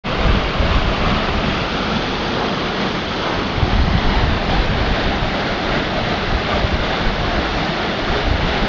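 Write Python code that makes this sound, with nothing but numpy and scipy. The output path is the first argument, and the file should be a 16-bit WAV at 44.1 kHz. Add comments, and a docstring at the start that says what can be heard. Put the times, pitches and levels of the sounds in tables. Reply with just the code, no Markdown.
"""A close rush of water, full of bubbles and spatter, pours over a low weir and off a turning mill wheel.
It surges as each bucket empties, a little over twice a second, and trapped air booms and gulps in it.
Gusts buffet the hand-held microphone; the colour shifts as it swings from stream to pond to wheel.
The weir throbs in passing; near the wheel, water churns with a hollow note and slaps the boards."""
import sys
import numpy as np
from scipy import signal
from scipy.fft import rfft, irfft, next_fast_len
from scipy.io import wavfile
from scipy.ndimage import uniform_filter1d

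SR = 44100
rng = np.random.default_rng(int(sys.argv[2]) if len(sys.argv) > 2 else 0)


def generate_wav(sig):
    """Save sig (samples, or channels by samples) to the path in sys.argv[1] as 16-bit PCM at SR."""
    pcm = np.round(np.clip(np.atleast_2d(sig).T, -1, 1) * 32767).astype(np.int16)
    wavfile.write(sys.argv[1], SR, pcm)


N = 382788
T = np.arange(N) / SR


def gain_of(db):
    """Decibels to amplitude."""
    return 10 ** (np.asarray(db) / 20)


def unit_rms(x):
    """Scales to an rms of 1."""
    return x / np.sqrt(np.mean(x ** 2) + 1e-20)


def follow(rows):
    """The columns of a timed table, interpolated at every sample."""
    times, *columns = np.transpose(rows)
    return [np.interp(T, times, column) for column in columns]


def swell(centre_s, length_s):
    """A smooth rise and fall of height 1."""
    return np.exp(-(2 * (T - centre_s) / length_s) ** 2)


def filtered(x, gain):
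    """Filters x by a gain given as a function of frequency."""
    size = next_fast_len(N)
    hz = np.fft.rfftfreq(size, 1 / SR) + 1e-3
    return irfft(rfft(x, size) * gain(hz), size)[:N]


def coloured(x, spectrum):
    """Gives x a spectrum that falls away beyond its end points, at an rms of 1."""
    points_hz, db = np.transpose(spectrum)

    def gain(hz):
        skirts = np.minimum(hz / points_hz[0], 1) ** 2 * np.minimum(points_hz[-1] / hz, 1) ** 2
        return skirts * gain_of(np.interp(np.log(hz), np.log(points_hz), db))
    return unit_rms(filtered(x, gain))


def noise_band(centre_hz, width_hz):
    """Noise in a bell-shaped band."""
    return filtered(rng.standard_normal(N), lambda hz: np.exp(-((hz - centre_hz) / width_hz) ** 2))


def wander(rate_hz):
    """Slow random motion of rms 1, up to about rate_hz."""
    return unit_rms(noise_band(0, rate_hz))


def foam(patchy_db, flutter_hz, bands=8):
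    """Countless far bubbles merge to a hiss in which each size of bubble swells on its own."""
    noise, out = rng.standard_normal(N), np.zeros(N)
    log_centres = np.log(np.geomspace(300, 6000, bands))
    for share in np.eye(bands):
        band = filtered(noise, lambda hz: np.interp(np.log(hz), log_centres, share))
        out += band * gain_of(patchy_db * wander(flutter_hz))
    return unit_rms(out)


def bubbles(density, decay_cycles, rise, spread_db, sizes=40):
    """Each bubble rings briefly, rising in pitch as it nears the surface; small ones are more common."""
    out = np.zeros(N)
    for hz in np.geomspace(350, 6500, sizes):
        age = np.arange(int(5 * decay_cycles * SR / hz)) * hz / SR / decay_cycles  # in decay times
        envelope = np.exp(-age) * (1 - np.exp(-age * decay_cycles * 2))
        ring = envelope * np.sin(2 * np.pi * decay_cycles * age * (1 + rise * age))
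        strength = gain_of(spread_db * np.minimum(rng.exponential(1, N), 3.5))
        births = rng.random(N) < density / sizes * np.sqrt(hz / 1500) / SR
        out += np.sqrt(hz) * unit_rms(signal.oaconvolve(strength * births, ring)[:N])
    return unit_rms(out)


def spatter(per_s, spread_db):
    """Drops hit the water and the wet boards as tiny clicks of uneven size."""
    strength = gain_of(spread_db * np.minimum(rng.exponential(1, N), 4))
    polarity = rng.choice([-1, 1], N)
    hits = rng.random(N) < per_s / SR
    return unit_rms(strength * polarity * hits)


# The flow between buckets, from where the microphone is held.
# Each row: time in seconds, then the levels of churn, spray and boom in dB.
STEADY_FLOW = [(0, -24, -26.5, -26.5), (1.2, -23, -26, -28.5), (3.4, -24.5, -29, -27), (5, -24, -28.5, -27),
               (8.68, -23.5, -28, -31)]
# Buckets emptying off the wheel.
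# Each row: centre and length in seconds, then the swells of churn, spray and boom in dB.
BUCKET_SURGES = [(0.303, 0.16, 2, 1.8, 3), (0.74, 0.1, 1, 3, 5), (1.11, 0.26, 0, 2, 7),
                 (1.508, 0.099, 0, 1.8, 8.5), (1.95, 0.22, 1, 0.5, 4), (2.414, 0.17, 3.5, 0, -3),
                 (2.852, 0.16, 3, 2, 0), (3.285, 0.22, 3, 2, 0), (3.69, 0.075, 1.5, 1.5, 1),
                 (4.114, 0.32, 2.5, 1.5, 0), (4.535, 0.14, 2.5, 2.5, 0.5), (4.964, 0.35, 2, 2.2, -3.5),
                 (5.428, 0.22, 2, 1, 0.5), (5.733, 0.16, 2.5, 2, 2.5), (6.12, 0.26, 0, 1, 2),
                 (6.543, 0.13, 3, 2.5, 2.5), (6.93, 0.16, 1.5, 1.5, 3), (7.375, 0.2, 2, 1, 0.5),
                 (7.684, 0.36, 0.5, 1.5, 4), (8.163, 0.16, 2.5, 2, 1.5), (8.56, 0.21, 2, 2, 3.5)]


def flow():
    """Levels in dB of churn, spray and boom: the steady flow plus a swell as each bucket empties."""
    levels_db = np.array(follow(STEADY_FLOW))
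    for centre_s, length_s, *swells_db in BUCKET_SURGES:
        levels_db += np.outer(swells_db, swell(centre_s, length_s))
    return levels_db


# The rush with the microphone on the stream, on the pond and on the wheel.
# Each row: frequency in Hz, relative level in dB.
STREAM_SPECTRUM = [(150, -17), (300, 4.5), (400, 1.5), (540, 0), (660, 3.5), (880, -2), (1200, 0),
                   (1750, -9), (2700, -10.5), (3400, -12.5), (3900, -17), (4600, -19.5), (5600, -29),
                   (7000, -39.5)]
POND_SPECTRUM = [(150, -9.5), (290, 5), (420, 2), (600, -1), (850, -2), (1020, -5.5), (1300, -2.5),
                 (1900, -11.5), (2700, -12.3), (3150, -12), (3380, -10), (3800, -15), (4700, -18),
                 (5600, -26.5), (6300, -30.5), (7000, -43.5)]
WHEEL_SPECTRUM = [(150, -10), (300, 4.5), (400, 2), (520, -1.5), (620, 0.9), (1000, -4), (1500, -4.5),
                  (2000, -8), (2550, -12), (3600, -11.5), (4100, -15), (4700, -18.5), (5600, -26.5),
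                  (7000, -40)]
# The swing of the microphone. Each row: time in seconds, aim (0 stream, 1 pond, 2 wheel).
MIC_AIM = [(0, 0.13), (1.25, 0.091), (1.85, 0.96), (3.3, 1.3), (4.23, 2)]


def rush(churn_db, spray_db, split_hz=1700):
    """Foam, bubbles and spatter, coloured by the aim of the microphone and surging with the flow."""
    water = foam(patchy_db=0.63, flutter_hz=14)
    water += gain_of(-8) * bubbles(density=3200, decay_cycles=7.44, rise=0.017, spread_db=2.0)
    water += gain_of(-14) * spatter(per_s=2400, spread_db=3.5)
    water *= gain_of(0.29 * wander(26))  # the level flickers slightly
    aim, = follow(MIC_AIM)
    heard = np.zeros(N)
    for direction, spectrum in enumerate([STREAM_SPECTRUM, POND_SPECTRUM, WHEEL_SPECTRUM]):
        share = np.maximum(1 - abs(aim - direction), 0)
        heard += share * coloured(water, spectrum)
    churn = filtered(heard, lambda hz: 1 / (1 + (hz / split_hz) ** 6))
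    spray = heard - churn
    return gain_of(churn_db) * unit_rms(churn) + gain_of(spray_db) * unit_rms(spray)


# The low end at the foot of the falling water. Each row: frequency in Hz, relative level in dB.
BOOM_SPECTRUM = [(40, -21), (90, -11), (155, -2), (203, 1.5), (245, -3.5), (320, -15.5), (600, -40)]
RUMBLE_SPECTRUM = [(15, -21.5), (34, -4.5), (44, -2), (56, -4.5), (100, -4.5), (135, -7), (250, -34.5)]


def plunge(boom_db, trim_db=0.2, uneven_db=1, rumble_db=-34):
    """Large air pockets boom unevenly under the falling water, over a steady deep rumble."""
    level = gain_of(boom_db + trim_db + uneven_db * wander(10))
    boom = level * coloured(rng.standard_normal(N), BOOM_SPECTRUM)
    rumble = gain_of(rumble_db) * coloured(rng.standard_normal(N), RUMBLE_SPECTRUM)
    return boom + rumble


# A surface close to the microphone. Each row: time in seconds, delay in ms, strength from 0 to 1.
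NEAR_REFLECTION = [(0, 1.9, 0.07), (1.1, 1.73, 0.05), (2.4, 0.99, 0.07), (3.1, 0.95, 0.06),
                   (4.1, 0.96, 0.17), (4.8, 1.35, 0.03), (6.1, 1.48, 0.11), (6.9, 1.42, 0.06),
                   (8.68, 1.4, 0.07)]


def reflected(water):
    """A close reflection combs the sound of the water; the comb slides as the microphone moves."""
    delay_ms, strength = follow(NEAR_REFLECTION)
    echo = np.interp(T - delay_ms / 1000, T, water)
    return water + strength * echo


# Gusts right on the microphone. Each row: centre in seconds, relative peak in dB, length in seconds.
WIND_GUSTS = [(0.093, -22, 0.06), (0.274, -18.5, 0.11), (0.39, -21.5, 0.13), (0.626, -16, 0.08),
              (0.791, -17.5, 0.24), (1.07, -19, 0.2), (1.362, -21, 0.13), (1.542, -28, 0.1),
              (2.085, -28.5, 0.11), (3.396, -27.5, 0.06), (3.631, -22.5, 0.1), (3.851, -18, 0.24),
              (4.08, -20, 0.06), (4.275, -17.5, 0.2), (4.54, -18, 0.1), (4.719, -18.5, 0.15),
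              (4.908, -19, 0.09), (5.073, -17.5, 0.06), (5.233, -20, 0.1), (5.51, -27, 0.06),
              (5.72, -24, 0.16), (6.03, -24, 0.097), (6.317, -19.5, 0.09), (6.587, -21, 0.08),
              (6.77, -17.5, 0.1), (6.884, -27.5, 0.068), (7.087, -20, 0.069), (7.24, -21.5, 0.16),
              (7.39, -21.5, 0.08), (7.548, -21, 0.06), (8.108, -21.5, 0.087), (8.27, -22, 0.1),
              (8.422, -18.5, 0.12), (8.622, -20.5, 0.12)]


def gust_level(breeze_db=-34, steepness=1.54):
    """Relative level of the wind in dB: each gust builds and dies away over a faint breeze."""
    power = gain_of(breeze_db) ** 2
    for centre_s, peak_db, length_s in WIND_GUSTS:
        falloff = (1 + (2 * (T - centre_s) / length_s) ** 2) ** steepness
        power = power + gain_of(peak_db) ** 2 / falloff
    return 10 * np.log10(power)


# Large and small eddies at the microphone. Each row: frequency in Hz, relative level in dB.
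LARGE_EDDY_SPECTRUM = [(8, -11), (20, 2), (42, 3.5), (75, -2.5), (120, -7.5), (200, -17), (350, -33.5),
                       (900, -57)]
SMALL_EDDY_SPECTRUM = [(80, -7.5), (145, 2), (220, -10), (450, -24.5)]


def wind(large_db=-1, small_db=10, small_growth=2.12, lumpy_db=3, lull_db=-32):
    """Eddies hit the microphone as lumps of pressure; hard gusts shed smaller, higher ones."""
    gust_db = gust_level()
    air = rng.standard_normal(N) * gain_of(lumpy_db * wander(25))
    large = coloured(air, LARGE_EDDY_SPECTRUM)
    large /= np.sqrt(uniform_filter1d(large ** 2, size=4400))  # the gust alone sets their mean strength
    lull_gate = 1 / np.sqrt(1 + gain_of(lull_db - gust_db) ** 4)
    buffet = gain_of(gust_db + large_db) * lull_gate * large
    small = coloured(rng.standard_normal(N), SMALL_EDDY_SPECTRUM)
    return buffet + gain_of(small_growth * gust_db + small_db) * small


# Air trapped where the water lands. 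Each row: centre in seconds, pitch in Hz, half-width in Hz,
# relative level in dB, length in seconds.
AIR_GULPS = [(0.115, 510, 45, -30, 0.06), (0.234, 510, 45, -22.5, 0.049), (0.28, 195, 45, -20, 0.078),
             (0.637, 624, 70, -23, 0.069), (0.748, 1090, 100, -25, 0.078), (1.06, 720, 70, -27, 0.087),
             (1.18, 1250, 110, -25.5, 0.27), (1.88, 1340, 130, -28, 0.33), (2.407, 440, 120, -23, 0.2),
             (2.603, 1160, 110, -27, 0.098), (2.847, 202, 25, -19, 0.08), (3.324, 970, 130, -30, 0.2),
             (3.69, 780, 128, -26, 0.27), (4.129, 195, 35, -19, 0.049), (4.134, 900, 130, -28, 0.24),
             (4.548, 774, 110, -22, 0.093), (5.37, 581, 60, -26, 0.057), (5.717, 645, 80, -26, 0.06),
             (5.968, 645, 85, -23, 0.09), (6.127, 700, 60, -21, 0.07), (6.527, 1190, 70, -26, 0.094),
             (6.598, 630, 85, -23, 0.16), (6.923, 750, 100, -23, 0.077), (7.332, 690, 75, -24, 0.12),
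             (7.65, 796, 80, -23, 0.065), (7.704, 181, 35, -22, 0.049), (8.174, 685, 110, -30, 0.06),
             (8.187, 390, 70, -23, 0.077), (8.553, 796, 80, -29, 0.093), (8.627, 200, 30, -20.5, 0.06)]


def gulps(trim_db=-3):
    """A cloud of large bubbles of like size gives one surge a hollow note."""
    out = np.zeros(N)
    for centre_s, pitch_hz, width_hz, db, length_s in AIR_GULPS:
        cloud = noise_band(pitch_hz, width_hz)
        envelope = swell(centre_s, length_s)
        cloud_rms = np.sqrt(np.average(cloud ** 2, weights=envelope ** 2))
        out += gain_of(db + trim_db) * envelope * cloud / cloud_rms
    return out


# Single eddies striking the microphone within the gusts.
# Each row: centre in seconds, pitch in Hz, relative peak in dB.
EDDY_THUMPS = [(0.207, 44, -12), (0.258, 44, -14), (0.271, 110, -10), (0.3, 62, -2.5), (0.333, 35, -7),
               (0.373, 88, -8.5), (0.44, 70, -13), (0.611, 70, -11), (0.716, 58, -6), (0.769, 44, -11),
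               (0.782, 88, -9), (0.858, 88, -11), (0.88, 70, -8), (3.581, 110, -10), (3.633, 88, -4),
               (3.735, 88, -7), (3.756, 44, -10), (3.796, 55, -5), (3.817, 55, -10), (3.839, 88, -8),
               (3.88, 70, -16), (3.912, 55, -9), (3.954, 88, -3.5), (3.988, 70, -13), (4.071, 24, -8),
               (4.092, 55, -14), (4.174, 44, -9), (4.222, 35, -9.5), (4.256, 55, -11), (4.288, 70, -8),
               (4.545, 70, -11), (4.601, 44, -5.5), (4.816, 55, -10.5), (4.89, 44, -11), (4.941, 35, -12),
               (5.23, 88, -10), (6.351, 44, -8), (6.375, 55, -13), (6.648, 70, -6.5), (6.746, 70, -10),
               (7.073, 32, -11), (7.394, 55, -11.5), (8.28, 55, -10.4), (8.316, 70, -6.5), (8.35, 70, -11)]


def thumps(trim_db=-1.5):
    """An eddy passes as one pulse of pressure between two shallow rebounds; smaller ones sound higher."""
    out = np.zeros(N)
    spins = rng.choice([-1, 1], len(EDDY_THUMPS))
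    for (centre_s, pitch_hz, db), spin in zip(EDDY_THUMPS, spins):
        passage = (np.pi * pitch_hz * (T - centre_s)) ** 2
        out += spin * gain_of(db + trim_db) * (1 - 2 * passage) * np.exp(-passage)
    return out


# The weir from close by, in passing. Each row: frequency in Hz, level in dB at the nearest point.
WEIR_TONES = [(47.5, -34), (70, -40)]


def weir_throb(nearest_s=1.9, length_s=0.7, waver=0.019):
    """The curtain of water over the weir flutters with a deep, wavering hum."""
    hum = np.zeros(N)
    for hz, db in WEIR_TONES:
        cycles = np.cumsum(hz * (1 + waver * wander(4))) / SR
        hum += gain_of(db) * unit_rms(np.sin(2 * np.pi * cycles))
    return hum * swell(nearest_s, length_s)


def bucket_note(churn_db, offset_db=-11, slosh=0.08):
    """Water churns in the buckets with a hollow, swaying note, heard when facing the wheel."""
    note = unit_rms(noise_band(centre_hz=700, width_hz=115))
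    sway = np.cumsum(1 + slosh * wander(4))
    swayed = np.interp(sway, np.arange(N), note, period=N)
    aim, = follow(MIC_AIM)
    facing_wheel = np.clip(aim - 1, 0, 1)
    return gain_of(churn_db + offset_db) * facing_wheel * swayed


# Water on the boards, close to the wheel.
# Each row: start in seconds, relative level in dB, decay in seconds.
BOARD_SLAPS = [(4.94, -30, 0.037), (5.71, -24, 0.059), (6.115, -21, 0.02), (6.51, -27, 0.04),
               (6.905, -23, 0.03), (7.652, -22, 0.016), (8.12, -27, 0.043)]
# One slap from the same spot. Each row: frequency in Hz, relative level in dB.
SLAP_SPECTRUM = [(220, 1.5), (450, 0), (900, -8), (1700, 0), (3500, -10.5), (4700, -22), (6500, -42)]


def slaps(trim_db=-1, attack_s=0.011):
    """A sheet of water bursts on the boards into a quickly thinning shower of drops."""
    shower = coloured(spatter(per_s=4600, spread_db=2.5), SLAP_SPECTRUM)
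    level = np.zeros(N)
    for start_s, db, decay_s in BOARD_SLAPS:
        age = np.maximum(T - start_s, 0)
        attack = np.minimum(age / attack_s, 1)
        level += gain_of(db + trim_db) * attack * np.exp(-(age / decay_s) ** 2 / 2)
    return level * shower


def scene():
    """The water with its reflection, and the wind at the microphone, in mono."""
    churn_db, spray_db, boom_db = flow()
    water = rush(churn_db, spray_db) + bucket_note(churn_db) + gulps() + slaps()
    water += plunge(boom_db) + weir_throb()
    return (reflected(water) + wind() + thumps())[None]


def record(dry, start_s=0.036, fade_s=0.032, ceiling=0.62, cutoff_hz=7280):
    """The sound fades in quickly; the recorder rounds off the hardest gusts and cuts the high treble."""
    faded = dry * np.clip((T - start_s) / fade_s, 0, 1)
    rounded = faded / (1 + (faded / ceiling) ** 6) ** (1 / 6)
    low_pass = signal.firwin(401, cutoff_hz, window=("kaiser", 9), fs=SR)
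    return signal.oaconvolve(rounded, low_pass[None], "same")


dry = scene()
out = record(dry)
generate_wav(out)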